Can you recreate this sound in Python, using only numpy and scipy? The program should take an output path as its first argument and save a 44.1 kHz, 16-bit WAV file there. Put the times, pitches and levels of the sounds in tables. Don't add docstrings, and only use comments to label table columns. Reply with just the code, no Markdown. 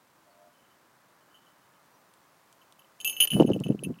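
import sys
import numpy as np
from scipy import signal
from scipy.io import wavfile
from scipy.ndimage import uniform_filter1d

SR = 44100
rng = np.random.default_rng(int(sys.argv[2]) if len(sys.argv) > 2 else 0)


def store_wav(level_fs):
    pcm = np.round(np.clip(np.atleast_2d(level_fs), -1, 1) * 32767)
    wavfile.write(sys.argv[1], SR, pcm.T.astype(np.int16))


N = 176400
T = np.arange(N) / SR

# (time [s], low bell [dB], high bell [dB], middle overtones [dB], shimmer [dB],
# top overtones [dB], base t60 until the next strike [s])
STRIKES = [(2.615, -64, -59, -78, -80, -66, .1), (2.792, -55.5, -51, -70, -53, -55, 0.053),
           (2.82, -72, -53.5, -92, -76, -63, 0.024), (2.845, -70.5, -58, -78, -69.5, -66, 0.036),
           (3.002, -48, -39, -48, -42, -52, 0.15), (3.047, -26, -40.5, -41.5, -33, -28, 0.65),
           (3.075, -56, -24, -38, -28, -46, 0.12), (3.096, -37, -29.5, -39.5, -25.5, -35, .11),
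           (3.127, -39.5, -39, -46.5, -51, -57, .17), (3.166, -41, -33, -60, -43, -42.5, 0.23),
           (3.2023, -35, -17, -35, -27, -22, 0.21), (3.205, -43, -14, -33, -12, -24, 0.081),
           (3.2156, -36, -15, -61, -35, -45, 0.078), (3.2237, -42, -15, -56, -16, -28, .11),
           (3.2365, -42, -22, -55, -18.5, -21.5, 0.11), (3.249, -43, -45, -65, -47, -22.5, 0.023),
           (3.2739, -35, -25, -56, -27, -44.5, 0.061), (3.3034, -42, -24, -51, -29.5, -38, .13),
           (3.317, -43, -23, -62, -33, -40.5, .11), (3.335, -45, -28.5, -74, -32, -51, 0.26),
           (3.399, -44, -26.5, -54, -43, -72, .1), (3.431, -40, -34, -74, -74, -71, 0.027),
           (3.4614, -53, -49, -60, -47, -58, 0.24), (3.4734, -47, -38, -56, -49, -75, 0.082),
           (3.5166, -53, -37, -61, -66, -79, 0.035), (3.5335, -42, -31.5, -56, -44.5, -56.5, 0.076),
           (3.563, -81.5, -43.5, -72, -59, -54.5, 0.022), (3.592, -49.5, -55.5, -66.5, -71, -75, 0.022),
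           (3.6375, -43.5, -35.5, -56.5, -47, -55, 0.11), (3.6667, -39.5, -40, -56.5, -61, -61, 0.032),
           (3.683, -48.5, -44, -64, -44.5, -68, .05), (3.7066, -50, -55.5, -72, -51.5, -67, 0.032),
           (3.721, -51, -50.5, -71.5, -68, -74.5, 0.024), (3.7916, -41.5, -40, -76.5, -72, -72, 0.015),
           (3.8363, -39.5, -37, -58, -27, -42, 0.076), (3.8469, -33, -42.5, -59.5, -45, -55, 0.056),
           (3.9408, -57.5, -54.5, -79, -78, -82, 0.026), (3.9563, -57.5, -57.5, -76.5, -80, -80.5, 0.026),
           (3.987, -53, -48.5, -76, -79, -79, 0.033)]
# (frequency [Hz], level [dB], t60 factor [-])
BELL_MODES = [
    [(2652, -3.5, 0.95), (2790, -9.5, 0.25)],
    [(2994, -3, 0.68), (2846, -6, .25), (3170, -27.5, 0.34)],
    [(6397, -2.5, 1.7), (6675, -6, .8)],
    [(10408, -4.5, 0.82), (10280, -19, 0.77), (10540, -19.5, .5)],
    [(12043, -4.5, 1.52), (12120, -9, 0.72), (12400, -14, .4), (13710, -22.5, .6)],
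]
# (time [s], speed [m/s])
APPROACH = [(2.6, 4.5), (3.0, 3), (3.1, 2.0), (3.22, 1.04), (3.4, -0.5)]
# (time [s], level [dB])
FAR_STRIKES = [(.534, -64.5), (.585, -66), (.635, -66), (.70, -65), (1.2, -70), (1.30, -66), (1.34, -51.5),
               (1.41, -68), (1.455, -59), (1.50, -76), (1.616, -71), (1.743, -69)]
# (time [s], level [dB], centre pitch [Hz])
THUMPS = [(3.355, -14.5, 189), (3.370, -22, 397), (3.3995, -12.5, 650), (3.406, -44, 40),
          (3.4105, -16, 723), (3.403, -3, 330), (3.409, -3.5, 346), (3.4163, -12, 477), (3.424, -16.5, 482),
          (3.446, -30, 514), (3.452, -10.5, 292), (3.483, -26.5, 505), (3.5035, -13.5, 446),
          (3.509, -14, 324), (3.5167, -13.5, 204), (3.564, -21, 442), (3.6924, -24, 394),
          (3.7031, -12.5, 248), (3.707, -17.5, 390), (3.717, -21, 318), (3.748, -30, 385), (3.83, -29, 426),
          (3.873, -22.5, 276), (3.884, -26, 198), (3.905, -29, 377)]
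# (peak time [s], Gaussian width [s], level [dB])
WING_STROKES = [(3.337, 0.0099, -30.5), (3.363, 0.016, -25.5), (3.412, 0.02, -22), (3.451, 0.0064, -25.5),
                (3.488, 0.012, -25.5), (3.516, 0.012, -24.5), (3.557, 0.016, -28), (3.579, 0.011, -35.5),
                (3.613, 0.011, -28.5), (3.667, 0.0086, -27.5), (3.711, 0.016, -28), (3.752, 0.0051, -28.5),
                (3.802, 0.029, -44), (3.872, 0.025, -34.5), (3.907, 0.015, -31.5), (3.945, 0.056, -53.5)]
# (time [s], level [dB])
CLICKS = [(2.138, -47.5), (2.527, -44), (2.724, -44), (3.002, -46), (3.0127, -31.5), (3.046, -17.5),
          (3.076, -28), (3.098, -32), (3.2022, -21.5), (3.206, -26), (3.223, -32), (3.233, -31.5),
          (3.273, -30), (3.277, -41), (3.3046, -34), (3.6018, -36.5), (3.8365, -42.5)]
SCRAPES = [(3.207, -40), (3.222, -47), (3.238, -45), (3.254, -40), (3.278, -46), (3.334, -44), (3.346, -48),
           (3.424, -45), (3.502, -52)]
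# (time [s], level [dB], centre pitch [Hz])
CHIRPS = [(0.316, -71, 4420), (1.95, -72, 5820)]
# (frequency [Hz], level [dB])
HOOT_TONES = [(603, -65.5), (699, -65.5)]

# (time [s], level [dB])
RUSTLE_ENVELOPE = [(2.98, -69), (3.08, -56), (3.17, -59), (3.23, -52.5), (3.29, -58), (3.40, -50.5),
                   (3.5, -70), (3.65, -62), (3.85, -67), (4.0, -70)]
HOOT_ENVELOPE = [(.2, -37), (.27, -2.5), (.34, -6.5), (.42, 3.5), (.48, 1.5), (.54, -15), (.7, -22)]
AIR_ENVELOPE = [(0, -65.5), (.25, -64.5), (1.0, -65), (1.8, -64), (2.9, -63.5), (4.0, -64.5)]

# (frequency [Hz], relative level [dB])
RATTLE_SPECTRUM = [(150, -22.5), (1000, -18), (2000, -23), (2550, 1), (3050, 7.5), (3600, -15),
                   (5200, -29.5), (6500, -7.5), (8500, -31), (10400, -20), (11300, -23.5), (12300, -7),
                   (14000, -15.5), (16000, -26.5)]
BUFFET_SPECTRUM = [(25, -39), (68, -29), (100, -13), (145, 5), (210, 3), (330, -5.5), (480, -21),
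                   (700, -31.5), (1100, -64), (2500, -59)]
FLAP_SPECTRUM = [(40, -24.5), (200, 8), (450, 9.5), (700, 0.5), (1000, -12.5), (1500, -20.5), (2500, -39),
                 (6000, -44), (15000, -72)]
CLICK_SPECTRUM = [(200, -21), (1500, -29.5), (3000, 3), (5500, -5.5), (9000, 1), (13000, -12),
                  (16000, -19.5)]
SCRAPE_SPECTRUM = [(150, -16), (500, 3.5), (1100, -11.5), (1700, 1.5), (2400, -8.5), (4300, -6),
                   (6000, -12), (15000, -25.5)]
RUSTLE_SPECTRUM = [(30, -17), (90, -0.5), (250, 7), (700, 1.5), (1700, -8), (4000, -10.5), (9000, -13),
                   (16000, -18)]
BREEZE_SPECTRUM = [(100, -53.5), (500, -8), (1100, 2.5), (1700, 4), (2600, -17.5), (8000, -33.5)]
AIR_SPECTRUM = [(15, -54), (25, -33), (32, -24.5), (91, -16.5), (136, 1.5), (221, -6), (260, -8),
                (305, -2.5), (433, -9.5), (537, -0.5), (741, -2.5), (1020, 2.5), (2420, -10), (3000, -12.5),
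                (3340, -14), (3830, -14), (11200, -18.5), (12200, -18), (15500, -17)]

SOUND_M_PER_S = 343


def bells():
    ring = sum(amp(db) * bell_mode(hz, t60_factor, [(row[0], row[1 + k], row[-1]) for row in STRIKES])
               for k, family in enumerate(BELL_MODES) for hz, db, t60_factor in family)
    return ring + pellet_rattle(ring)


def bell_mode(hz, t60_factor, strikes, detune=0.002, band_hz=680):
    out = np.zeros(N)
    phasor = 1e-9 * np.exp(2j * np.pi * rng.random())
    edges = [round(row[0] * SR) for row in strikes] + [N]
    draws = rng.standard_normal((len(strikes), 2))
    for (time_s, db, t60_s), start, end, (side, bend) in zip(strikes, edges, edges[1:], draws):
        phasor += 1j * np.sign(side) * amp(db) * np.exp(1j * np.angle(phasor))
        doppler = np.interp(time_s, *np.transpose(APPROACH)) / SOUND_M_PER_S
        pitch_hz = hz * (1 + detune * bend + doppler)
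        decay_per_s = np.log(1000) / (t60_s * t60_factor)
        ring = phasor * np.exp((2j * np.pi * pitch_hz - decay_per_s) * T[:end - start + 1])
        out[start:end], phasor = ring[:-1].real, ring[-1]
    band = signal.butter(1, [hz - band_hz / 2, hz + band_hz / 2], "bandpass", fs=SR)
    return np.sqrt(2) * signal.lfilter(*band, out)


def pellet_rattle(ring, gain_db=-14.5, settle_s=0.045, rest=0.27):
    ring_rms = np.sqrt(abs(signal.lfilter(np.ones(128) / 128, 1, ring ** 2)))
    strikes_s = np.array([row[0] for row in STRIKES])
    since_s = abs(T - strikes_s[np.maximum(np.searchsorted(strikes_s, T) - 1, 0)])
    shake = ring_rms * (rest + np.exp(-since_s / settle_s))
    return amp(gain_db) * colour(shake * grains(per_s=1000, spread_db=3), RATTLE_SPECTRUM)


def far_bells(rise_s=0.016, t60_s=0.15):
    envelope, t = np.zeros(N), T[:SR // 2]
    strike = np.minimum(t / rise_s, 1) * np.exp(-np.log(1000) * t / t60_s)
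    for time_s, db in FAR_STRIKES:
        add(envelope, time_s, amp(db) * strike)
    high_bell = smeared_tone(hz=3024)
    low_bell = amp(-15) * smeared_tone(hz=2780)
    overtones = amp(-19) * sum(smeared_tone(hz) for hz in (6600, 10550, 12300))
    return envelope * (high_bell + low_bell + overtones)


def thumps(width_cycles=0.52, sag=0.37):
    out = np.zeros(N)
    t = T[:SR // 10] - T[SR // 10] / 2
    for time_s, db, hz in THUMPS:
        cycles = hz * t - sag * np.log(np.cosh(hz * t))
        swing = gaussian(cycles, width_cycles) * np.sin(2 * np.pi * cycles)
        add(out, time_s + t[0], -amp(db) * swing)
    return out


def wings(flap_db=-19.5, flap_exponent=2.92):
    push = np.sqrt(sum((amp(db) * gaussian(T - time_s, width_s)) ** 2
                       for time_s, width_s, db in WING_STROKES))
    buffet = push * steady(colour(rng.standard_normal(N), BUFFET_SPECTRUM))
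    flap = (push / push.max()) ** flap_exponent * grains(per_s=1100, spread_db=9)
    return buffet + amp(flap_db) * colour(flap, FLAP_SPECTRUM)


def clicks(decay_s=0.0016, tail_s=0.008, tail_db=-35):
    out, t = np.zeros(N), T[:SR // 10]
    envelope = np.exp(-t / decay_s) + amp(tail_db) * np.exp(-t / tail_s)
    for time_s, db in CLICKS:
        add(out, time_s, amp(db) / 2 * envelope * rng.standard_normal(len(t)))
    return colour(out, CLICK_SPECTRUM)


def talon_scrapes(width_s=0.0024):
    grip = sum(amp(db) * gaussian(T - time_s, width_s) for time_s, db in SCRAPES)
    return grip * colour(grains(per_s=5100, spread_db=3), SCRAPE_SPECTRUM)


def feather_rustle():
    return level(RUSTLE_ENVELOPE) * colour(grains(per_s=2500, spread_db=4), RUSTLE_SPECTRUM)


def hoot(waver_hz=7):
    tones = np.zeros(N)
    for hz, db in HOOT_TONES:
        pitch_hz = hz + waver_hz * unit(uniform_filter1d(rng.standard_normal(N), size=500))
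        tones += amp(db) * np.sqrt(2) * np.sin(2 * np.pi * np.cumsum(pitch_hz) / SR)
    return level(HOOT_ENVELOPE) * tones


def chirps(width_s=0.013, glide_hz_per_s=-3000):
    out = np.zeros(N)
    for time_s, db, hz in CHIRPS:
        t = T - time_s
        cycles = (hz + glide_hz_per_s * t / 2) * t
        out += amp(db) * gaussian(t, width_s) * np.sin(2 * np.pi * cycles)
    return out


def air(low_cut_hz=88):
    low_cut = signal.butter(2, low_cut_hz, "highpass", fs=SR, output="sos")
    noise = signal.sosfilt(low_cut, colour(rng.standard_normal(N), AIR_SPECTRUM))
    return level(AIR_ENVELOPE) * unit(noise)


def breeze(peak_db=-70.5, peak_s=1.34, width_s=0.69):
    return amp(peak_db) * gaussian(T - peak_s, width_s) * colour(rng.standard_normal(N), BREEZE_SPECTRUM)


def amp(db):
    return 10 ** (np.asarray(db) / 20)


def unit(x):
    return x / np.sqrt(np.mean(x ** 2) + 1e-20)


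def level(points):
    return amp(np.interp(T, *np.transpose(points)))


def gaussian(x, width):
    return np.exp(-(x / width) ** 2 / 2)


def add(mix, time_s, sound):
    part = mix[round(time_s * SR):][:len(sound)]
    part += sound[:len(part)]


def colour(x, spectrum, fft_size=4096):
    hz, db = np.transpose(spectrum)
    bins_hz = abs(np.fft.fftfreq(fft_size, 1 / SR))
    log_gain = np.log(amp(np.interp(np.log(bins_hz + 1), np.log(hz), db)))
    response = np.exp(np.conj(signal.hilbert(log_gain)))
    taps = np.fft.ifft(response).real[:fft_size // 2]
    return signal.oaconvolve(x, taps / np.linalg.norm(taps))[:len(x)]


def grains(per_s, spread_db):
    size = amp(spread_db * np.minimum(rng.exponential(1, N), np.pi))
    polarity = rng.choice([-1, 1], N)
    return unit(size * polarity * (rng.random(N) < per_s / SR))


def steady(x, window_samples=900):
    return x / np.sqrt(abs(uniform_filter1d(x ** 2, window_samples)) + 1e-12)


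def smeared_tone(hz):
    slow_noise = uniform_filter1d(uniform_filter1d(rng.standard_normal(N), size=250), size=125)
    return steady(unit(slow_noise) * np.cos(2 * np.pi * hz * T))


def scene():
    hawk = bells() + clicks() + far_bells() + talon_scrapes() + thumps() + wings() + feather_rustle()
    woodland = hoot() + chirps() + air() + breeze()
    return (hawk + woodland)[None]


def record(dry):
    edge_hz = 16150
    taps = signal.firwin(401, edge_hz, window=("kaiser", 9), fs=SR)
    return signal.oaconvolve(dry, taps[None], "same")


dry = scene()
out = record(dry)
store_wav(out)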